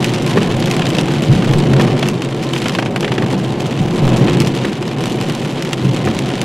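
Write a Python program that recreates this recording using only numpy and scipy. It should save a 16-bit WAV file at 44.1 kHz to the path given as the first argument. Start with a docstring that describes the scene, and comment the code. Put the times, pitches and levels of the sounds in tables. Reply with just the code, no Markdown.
"""Driving through rain and small hail

Inside a car on a wet country road. Road boom fills the cabin, swelling on rough surface and at bumps;
the body thuds now and then and the wipers knock once a sweep. Drops and ice pellets tick on the
windshield, and bigger hailstones knock on the lined roof."""
import sys
import numpy as np
from scipy import signal
from scipy.fft import rfft, irfft, next_fast_len
from scipy.io import wavfile
from scipy.ndimage import uniform_filter1d

SR = 44100
rng = np.random.default_rng(int(sys.argv[2]) if len(sys.argv) > 2 else 0)


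def to_wav(sig):
    """Store sig (one row per channel, or 1-D mono) as 16-bit WAV at the path in sys.argv[1].

    Samples outside -1..1 are clipped; the rate is SR.
    """
    pcm = np.clip(np.atleast_2d(sig), -1, 1) * 32767
    pcm = np.round(pcm).astype(np.int16)
    wavfile.write(sys.argv[1], SR, pcm.T)  # frames by channels


N = 284004
TIME_S = np.arange(N) / SR
FFT_SIZE = next_fast_len(N + 8192)
FREQ_HZ = np.fft.rfftfreq(FFT_SIZE, 1 / SR)

# shower strength: t/s, level/dB
SHOWER_LEVEL = [(0.0, -27), (0.12, -28.5), (2.01, -29.5), (2.22, -34.5), (2.44, -33.5), (2.67, -31),
                (2.82, -38.5), (3.25, -33), (3.91, -33.5), (4.3, -28), (4.82, -33), (5.27, -31.5),
                (5.65, -32), (6.44, -29.5)]
# modes of cabin air and panels: f/Hz, width/Hz, height/dB
CABIN_MODES = [(132.6, 25, 9), (159.3, 54, 3.5), (223.5, 2.7, 2.5), (337.6, 20, 6.5), (359.5, 11.6, 5),
               (546, 26.5, 4.5), (747, 44, 7.5), (1040, 11, 9.5)]
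# low cut on body thuds: f/Hz, level/dB
THUD_LOW_CUT = [(30, -15), (70, -13), (115, 4)]
# windshield ring: f/Hz, level/dB
GLASS_SPECTRUM = [(150, -37), (500, 0), (900, 7.5), (1400, 3), (2200, 2), (3100, 1.5), (3900, -2.5),
                  (4700, -7.5), (7000, -13), (11000, -22), (16000, -57)]
# splash of water and ice: f/Hz, level/dB
SPLASH_SPECTRUM = [(800, -37), (2500, 10.5), (4200, 4), (5400, 5.5), (7800, 1.5), (9200, -3), (11000, -5),
                   (13000, -10), (16000, -23)]


def gain_of(db):
    """Decibels to amplitude."""
    return 10 ** (np.asarray(db) / 20)


def unit_rms(x):
    """Scale to rms 1."""
    return x / np.sqrt(np.mean(abs(x) ** 2) + 1e-20)


def curve_db(spectrum):
    """(f/Hz, level/dB) rows to dB per FFT bin."""
    hz, db = np.transpose(spectrum)
    return np.interp(np.log(FREQ_HZ + 1), np.log(hz), db)


def envelope(rows):
    """(t/s, level/dB) rows to gain per sample."""
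    t_s, db = np.transpose(rows)
    return gain_of(np.interp(TIME_S, t_s, db))


def add(mix, t_s, sound):
    """Add a sound to the mix at t_s."""
    part = mix[..., max(round(t_s * SR), 0):][..., :sound.shape[-1]]
    part += sound[..., :part.shape[-1]]


def colour(x, response_db):
    """Minimum-phase filter, scaled to keep the power of white noise."""
    log_gain = np.log(unit_rms(gain_of(response_db)))
    cepstrum = irfft(log_gain, FFT_SIZE)
    phase = rfft(2 * cepstrum * (np.arange(FFT_SIZE) < FFT_SIZE // 2)).imag
    return irfft(rfft(x, FFT_SIZE) * np.exp(log_gain + 1j * phase), FFT_SIZE)[..., :N]


def impact(rise_s, decay_s, tail_db, tail_t60_s=.075):
    """Mid and side of one hit: a dense, quickly damped ring and its cabin echo."""
    t = np.arange(3000) / SR
    echo = gain_of(tail_db - 60 * t / tail_t60_s)
    shape = (1 - np.exp(-t / rise_s)) * (np.exp(-t / decay_s) + echo)
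    return shape / shape.max() * rng.standard_normal((2, len(t)))


def patch_resonance(x, hz):
    """A struck patch of panel favours one broad resonance."""
    b, a = signal.iirpeak(np.clip(hz, 200, 14000), Q=1.6, fs=SR)
    return .65 * (x + signal.lfilter(b, a, x))


def rumble(spectrum, gain):
    """Road noise coloured by the cabin modes, levelled so that gain alone sets the slow swell."""
    modes_db = sum(db / (1 + (2 * (FREQ_HZ - hz) / width_hz) ** 2) for hz, width_hz, db in CABIN_MODES)
    noise = colour(rng.standard_normal((2, N)), curve_db(spectrum) + modes_db)
    running_rms = np.sqrt(uniform_filter1d(noise ** 2, size=7000, axis=1))
    return gain * noise / running_rms


def bump_swell(times_s, peaks_db, rise_s):
    """Gain from bumps: each peaks after rise_s and dies away; their powers add."""
    power = np.zeros(N)
    age = np.arange(SR) / SR / rise_s
    for t_s, db in zip(times_s, peaks_db):
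        add(power, t_s, (gain_of(db) * age * np.exp(1 - age)) ** 2)
    return np.sqrt(power)


def road(shudder_db=-40, boom_db=-18.5, roar_db=-19, asphalt_db=-16):
    """Wheels shake the body; roughness raises the deep shudder most, the tyre roar least."""
    # surface roughness: t/s, level/dB (asphalt_db on ordinary asphalt)
    surface = [(0.0, -16), (0.52, -15), (1.31, -15), (1.7, -12), (1.85, -11.5), (2.01, -15), (2.24, -18.5),
               (2.96, -18), (3.32, -17), (3.8, -18), (4.23, -10), (4.34, -12.5), (4.5, -15.5),
               (4.73, -20.5), (5.11, -17), (5.63, -20), (6.06, -17), (6.44, -18.5)]
    # road bumps: t/s, suspension shudder/dB, cabin boom/dB
    bumps = [(0.48, -30, -19), (1.283, -26, -9.5), (1.479, -20, -13.5), (1.68, -38, -14.5),
             (3.79, -31, -13), (4.01, -21, -15.5), (4.39, -43, -14.5), (5.825, -42, -13), (6.04, -35, -16)]
    # suspension shudder, cabin boom, tyre roar, boom of a bump: f/Hz, level/dB
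    shudder_spectrum = [(10, 13), (25, -12), (36, -5), (46, -1), (56, 9), (70, -2), (100, -35), (200, -51)]
    boom_spectrum = [(40, -46), (65, -20), (90, -11), (125, -1.5), (190, 0), (240, -9), (330, -14.5),
                     (700, -63)]
    roar_spectrum = [(100, -39), (170, -8), (230, 2.5), (300, -1.5), (400, -1.5), (520, -6.5), (700, -12),
                     (1000, -16.5), (1500, -26), (3000, -30), (16000, -119)]
    bump_spectrum = [(40, -24), (65, -19.5), (90, -1.5), (125, 2), (190, 0.5), (240, -13), (330, -8.5),
                     (700, -56.5)]
    roughness = envelope(surface) / gain_of(asphalt_db)
    bump_s, bump_shudder_db, bump_boom_db = np.transpose(bumps)
    shudder_swell = bump_swell(bump_s, bump_shudder_db, rise_s=.045)
    shudder = rumble(shudder_spectrum, np.hypot(gain_of(shudder_db) * roughness ** 1.5, shudder_swell))
    boom = rumble(boom_spectrum, gain_of(boom_db) * roughness ** 1.25)
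    roar = rumble(roar_spectrum, gain_of(roar_db) * roughness ** .84)
    bump_boom = rumble(bump_spectrum, bump_swell(bump_s, bump_boom_db, rise_s=.033))
    return shudder + boom + roar + bump_boom


def thud(upper_db, damping, rise_s=.00076):
    """A blow to the body rings the cabin modes; a sharper one reaches the upper panel modes."""
    t = np.arange(SR // 4) / SR
    hz, width_hz, height_db = np.transpose(CABIN_MODES)[:, :, None]
    weight = gain_of(height_db + upper_db * (hz > 200)) * np.minimum(1, (400 / hz) ** 2)
    cycles = hz * t * rng.uniform(.83, 1.04, hz.shape) + rng.random(hz.shape)
    decay = np.exp(-damping * np.pi * width_hz * t)
    ring = (weight * decay * np.sin(2 * np.pi * cycles)).sum(0)
    ring *= 1 - np.exp(-t / rise_s)
    return ring / abs(ring).max()


def body_thuds():
    """Low thuds: road jolts and, at 3.233 s, the wiper linkage ending its third sweep."""
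    # blows to the body: t/s, level/dB, relative level of upper modes/dB
    blows = [(1.296, -3, -28), (1.496, -10, -5), (3.233, -7, -10), (3.328, -6.5, 2), (4.404, -6, 5),
             (5.849, -7, -14)]
    thuds = np.zeros((2, N))
    for t_s, db, upper_db in blows:
        add(thuds[0], t_s, gain_of(db) * thud(upper_db, damping=1.24))
    return colour(thuds, curve_db(THUD_LOW_CUT))


def wipers(first_s=.3705, period_s=1.425, clack_db=-9):
    """At the end of a sweep the linkage thuds, the blades flip with a clack and the arms settle."""
    # knock of each sweep: level/dB
    sweeps_db = [1, -0.5, -7.5, -4.5, -6]
    # hollow blade clack: f/Hz, level/dB
    blade_spectrum = [(150, -8.5), (450, 11), (800, 0), (1150, 3.5), (1500, -5), (1800, 2), (2200, -5),
                      (3200, -8.5), (5000, -20.5), (16000, -43)]
    linkage, flip, settle = (-.0117, -6), (0, -4), (.016, -7)  # delay/s, level/dB
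    thuds, clacks = np.zeros((2, 2, N))
    for sweep, db in enumerate(sweeps_db):
        t_s = first_s + sweep * period_s
        for delay_s, blow_db in (linkage, flip, settle):
            add(thuds[0], t_s + delay_s, gain_of(db + blow_db) * thud(upper_db=5, damping=3.1))
        add(clacks, t_s, gain_of(db + clack_db) * impact(rise_s=.0027, decay_s=.0067, tail_db=-30))
    return colour(thuds, curve_db(THUD_LOW_CUT)) + colour(clacks, curve_db(blade_spectrum))


def drops(per_s, spread_db, splash_spread_db, ring_db, splash_db, patches=36):
    """Random drops on the windshield; each patch of glass has its own ring and splash."""
    rings, splashes = np.zeros((2, 2, N))
    for _ in range(patches):
        ring = impact(rise_s=.0002, decay_s=.003, tail_db=-20)
        ring = patch_resonance(ring, hz=rng.uniform(1400, 4800))
        splash = impact(rise_s=.0002, decay_s=.0014, tail_db=-20)
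        splash = patch_resonance(splash, hz=rng.uniform(4000, 11000))
        times_s = np.cumsum(rng.exponential(1, 400)) * patches / per_s
        scatter = np.clip(rng.standard_normal((len(times_s), 2)), -3, 1.6)
        for t_s, (size, brightness) in zip(times_s[times_s < TIME_S[-1]], scatter):
            add(rings, t_s, gain_of(spread_db * size) * ring)
            add(splashes, t_s, gain_of(spread_db * size + splash_spread_db * brightness) * splash)
    glass = gain_of(ring_db) * unit_rms(colour(rings, curve_db(GLASS_SPECTRUM)))
    water = gain_of(splash_db) * unit_rms(colour(splashes, curve_db(SPLASH_SPECTRUM)))
    return glass + water


def rain():
    """Dense sizzle of fine rain plus separate ticks of fat drops."""
    fine = drops(per_s=800, spread_db=3.8, splash_spread_db=3, ring_db=-.3, splash_db=-13.5)
    fat = drops(per_s=60, spread_db=2.5, splash_spread_db=3.5, ring_db=-2.2, splash_db=-11)
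    return envelope(SHOWER_LEVEL) * (fine + fat)


def sleet(gain_db=1, spread_db=5.5, grains=230):
    """Tiny ice grains: short, dry, random ticks, louder as the shower grows."""
    times_s = rng.random(grains) * TIME_S[-1]
    sizes = np.minimum(rng.standard_normal(grains), 2)
    ticks = np.zeros((2, N))
    for t_s, size in zip(times_s, sizes):
        tick = impact(rise_s=.0001, decay_s=.00033, tail_db=-14)
        add(ticks, t_s, gain_of(gain_db + spread_db * size) * tick)
    return envelope(SHOWER_LEVEL) * colour(ticks, curve_db(SPLASH_SPECTRUM))


def ice_pellets(snap_db=-2.5, fragment_db=-14, fragments=3, spatter_s=.015):
    """Pellets ring the windshield, burst with a bright snap and scatter fragments."""
    # pellet hits: t/s, splash/dB, glass ring/dB
    hits = [(0.0436, -8.5, -17), (0.3102, -22, -23), (0.602, -19, -28), (0.624, -25, -15.5),
            (0.6579, -14, -24), (0.712, -11, -14.5), (0.7652, -17, -19), (0.7937, -20, -18),
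            (0.855, -22, -15), (0.8668, -21, -15), (0.9026, -18, -21), (0.949, -24, -15),
            (0.9842, -17, -16), (1.0112, -15.5, -25), (1.222, -17, -37), (1.5356, -29, -15.5),
            (2.0259, -24, -11), (2.086, -10, -18), (2.2204, -22.5, -17), (2.5348, -16, -14),
            (2.6184, -21, -20), (2.683, -15, -17), (2.6946, -24, -16), (2.7498, -24, -10.5),
            (2.7985, -23, -22), (2.9608, -18, -21), (3.0071, -17, -19), (3.3027, -24, -21),
            (3.6047, -20, -24), (4.402, -9, -21), (4.4716, -16, -17), (5.0382, -20, -20),
            (5.0567, -17, -17.5), (5.1206, -21, -28), (5.2115, -17, -19), (5.297, -21, -18),
            (5.35, -18.5, -23), (5.6236, -15.5, -19), (5.6488, -20, -22), (5.7309, -12, -13),
            (6.1893, -15, -21), (6.4146, -11.5, -19)]
    rings, splashes = np.zeros((2, 2, N))
    for t_s, splash_db, ring_db in hits:
        ring = impact(rise_s=.0004, decay_s=.003, tail_db=-17)
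        add(rings, t_s, gain_of(ring_db) * patch_resonance(ring, hz=rng.uniform(2400, 4200)))
        snap = impact(rise_s=.0004, decay_s=.0011, tail_db=-21)
        add(splashes, t_s, gain_of(splash_db + snap_db) * snap)
        for delay_s in spatter_s * rng.random(fragments):
            fragment = impact(rise_s=.0001, decay_s=.00037, tail_db=-41)
            add(splashes, t_s + delay_s, gain_of(splash_db + fragment_db) * fragment)
    return colour(rings, curve_db(GLASS_SPECTRUM)) + colour(splashes, curve_db(SPLASH_SPECTRUM))


def hailstones(gain_db=-2, crack_db=-4):
    """Hail on the roof: a brief crack, then a knock dulled by the lining."""
    # roof hits: t/s, level/dB, patch resonance f/Hz
    hits = [(0.415, -14, 795), (0.819, -10, 2610), (0.984, -5.5, 2940), (1.422, -11, 880),
            (2.027, -7.5, 1070), (2.562, -12, 2540), (2.657, -8, 1090), (2.786, -5.5, 1240),
            (2.824, -11.5, 1010), (2.859, -11, 851), (2.96, -8.5, 1300), (3.028, -12.5, 802),
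            (3.045, -10, 2220), (3.078, -13, 2000), (3.118, -7, 1290), (3.18, -8.5, 1230),
            (4.281, -11.5, 1330)]
    # lined roof: f/Hz, level/dB
    roof_spectrum = [(100, -21), (300, 10.5), (700, 3), (1200, -4), (1900, -1), (3100, -1), (4000, -10),
                     (6000, -16.5), (10000, -27), (16000, -51)]
    knocks = np.zeros((2, N))
    for t_s, db, hz in hits:
        decay_s = .0044 * np.sqrt(1400 / hz)  # low patches ring longer
        knock = patch_resonance(impact(rise_s=.00095, decay_s=decay_s, tail_db=-11), hz)
        crack = impact(rise_s=.0002, decay_s=.0008, tail_db=-30)
        add(knocks, t_s, gain_of(db + gain_db) * (knock + gain_of(crack_db) * crack))
    return colour(knocks, curve_db(roof_spectrum))


def scene():
    """All sources at two close capsules: mono bass, slight width in the treble."""
    # stereo width: f/Hz, side gain/dB
    width = [(60, -38), (130, -58), (250, -39), (500, -26), (1000, -21), (2000, -19), (4400, -13.5),
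             (8000, -12.5), (15000, -17)]
    mid, side = road() + body_thuds() + wipers() + rain() + sleet() + ice_pellets() + hailstones()
    side = irfft(rfft(side, FFT_SIZE) * gain_of(curve_db(width)), FFT_SIZE)[:N]
    return np.array([mid + side, mid - side])


def record(dry):
    """Soft peak limiter, then low-pass."""
    knee, headroom, cutoff_hz = .6, .36, 16100
    excess = np.maximum(abs(dry) - knee, 0)
    limited = np.sign(dry) * (abs(dry) - excess + headroom * np.tanh(excess / headroom))
    low_pass = signal.firwin(511, cutoff_hz, window=("kaiser", 9), fs=SR)
    return signal.oaconvolve(limited, low_pass[None], "same", axes=1)


dry = scene()
out = record(dry)
to_wav(out)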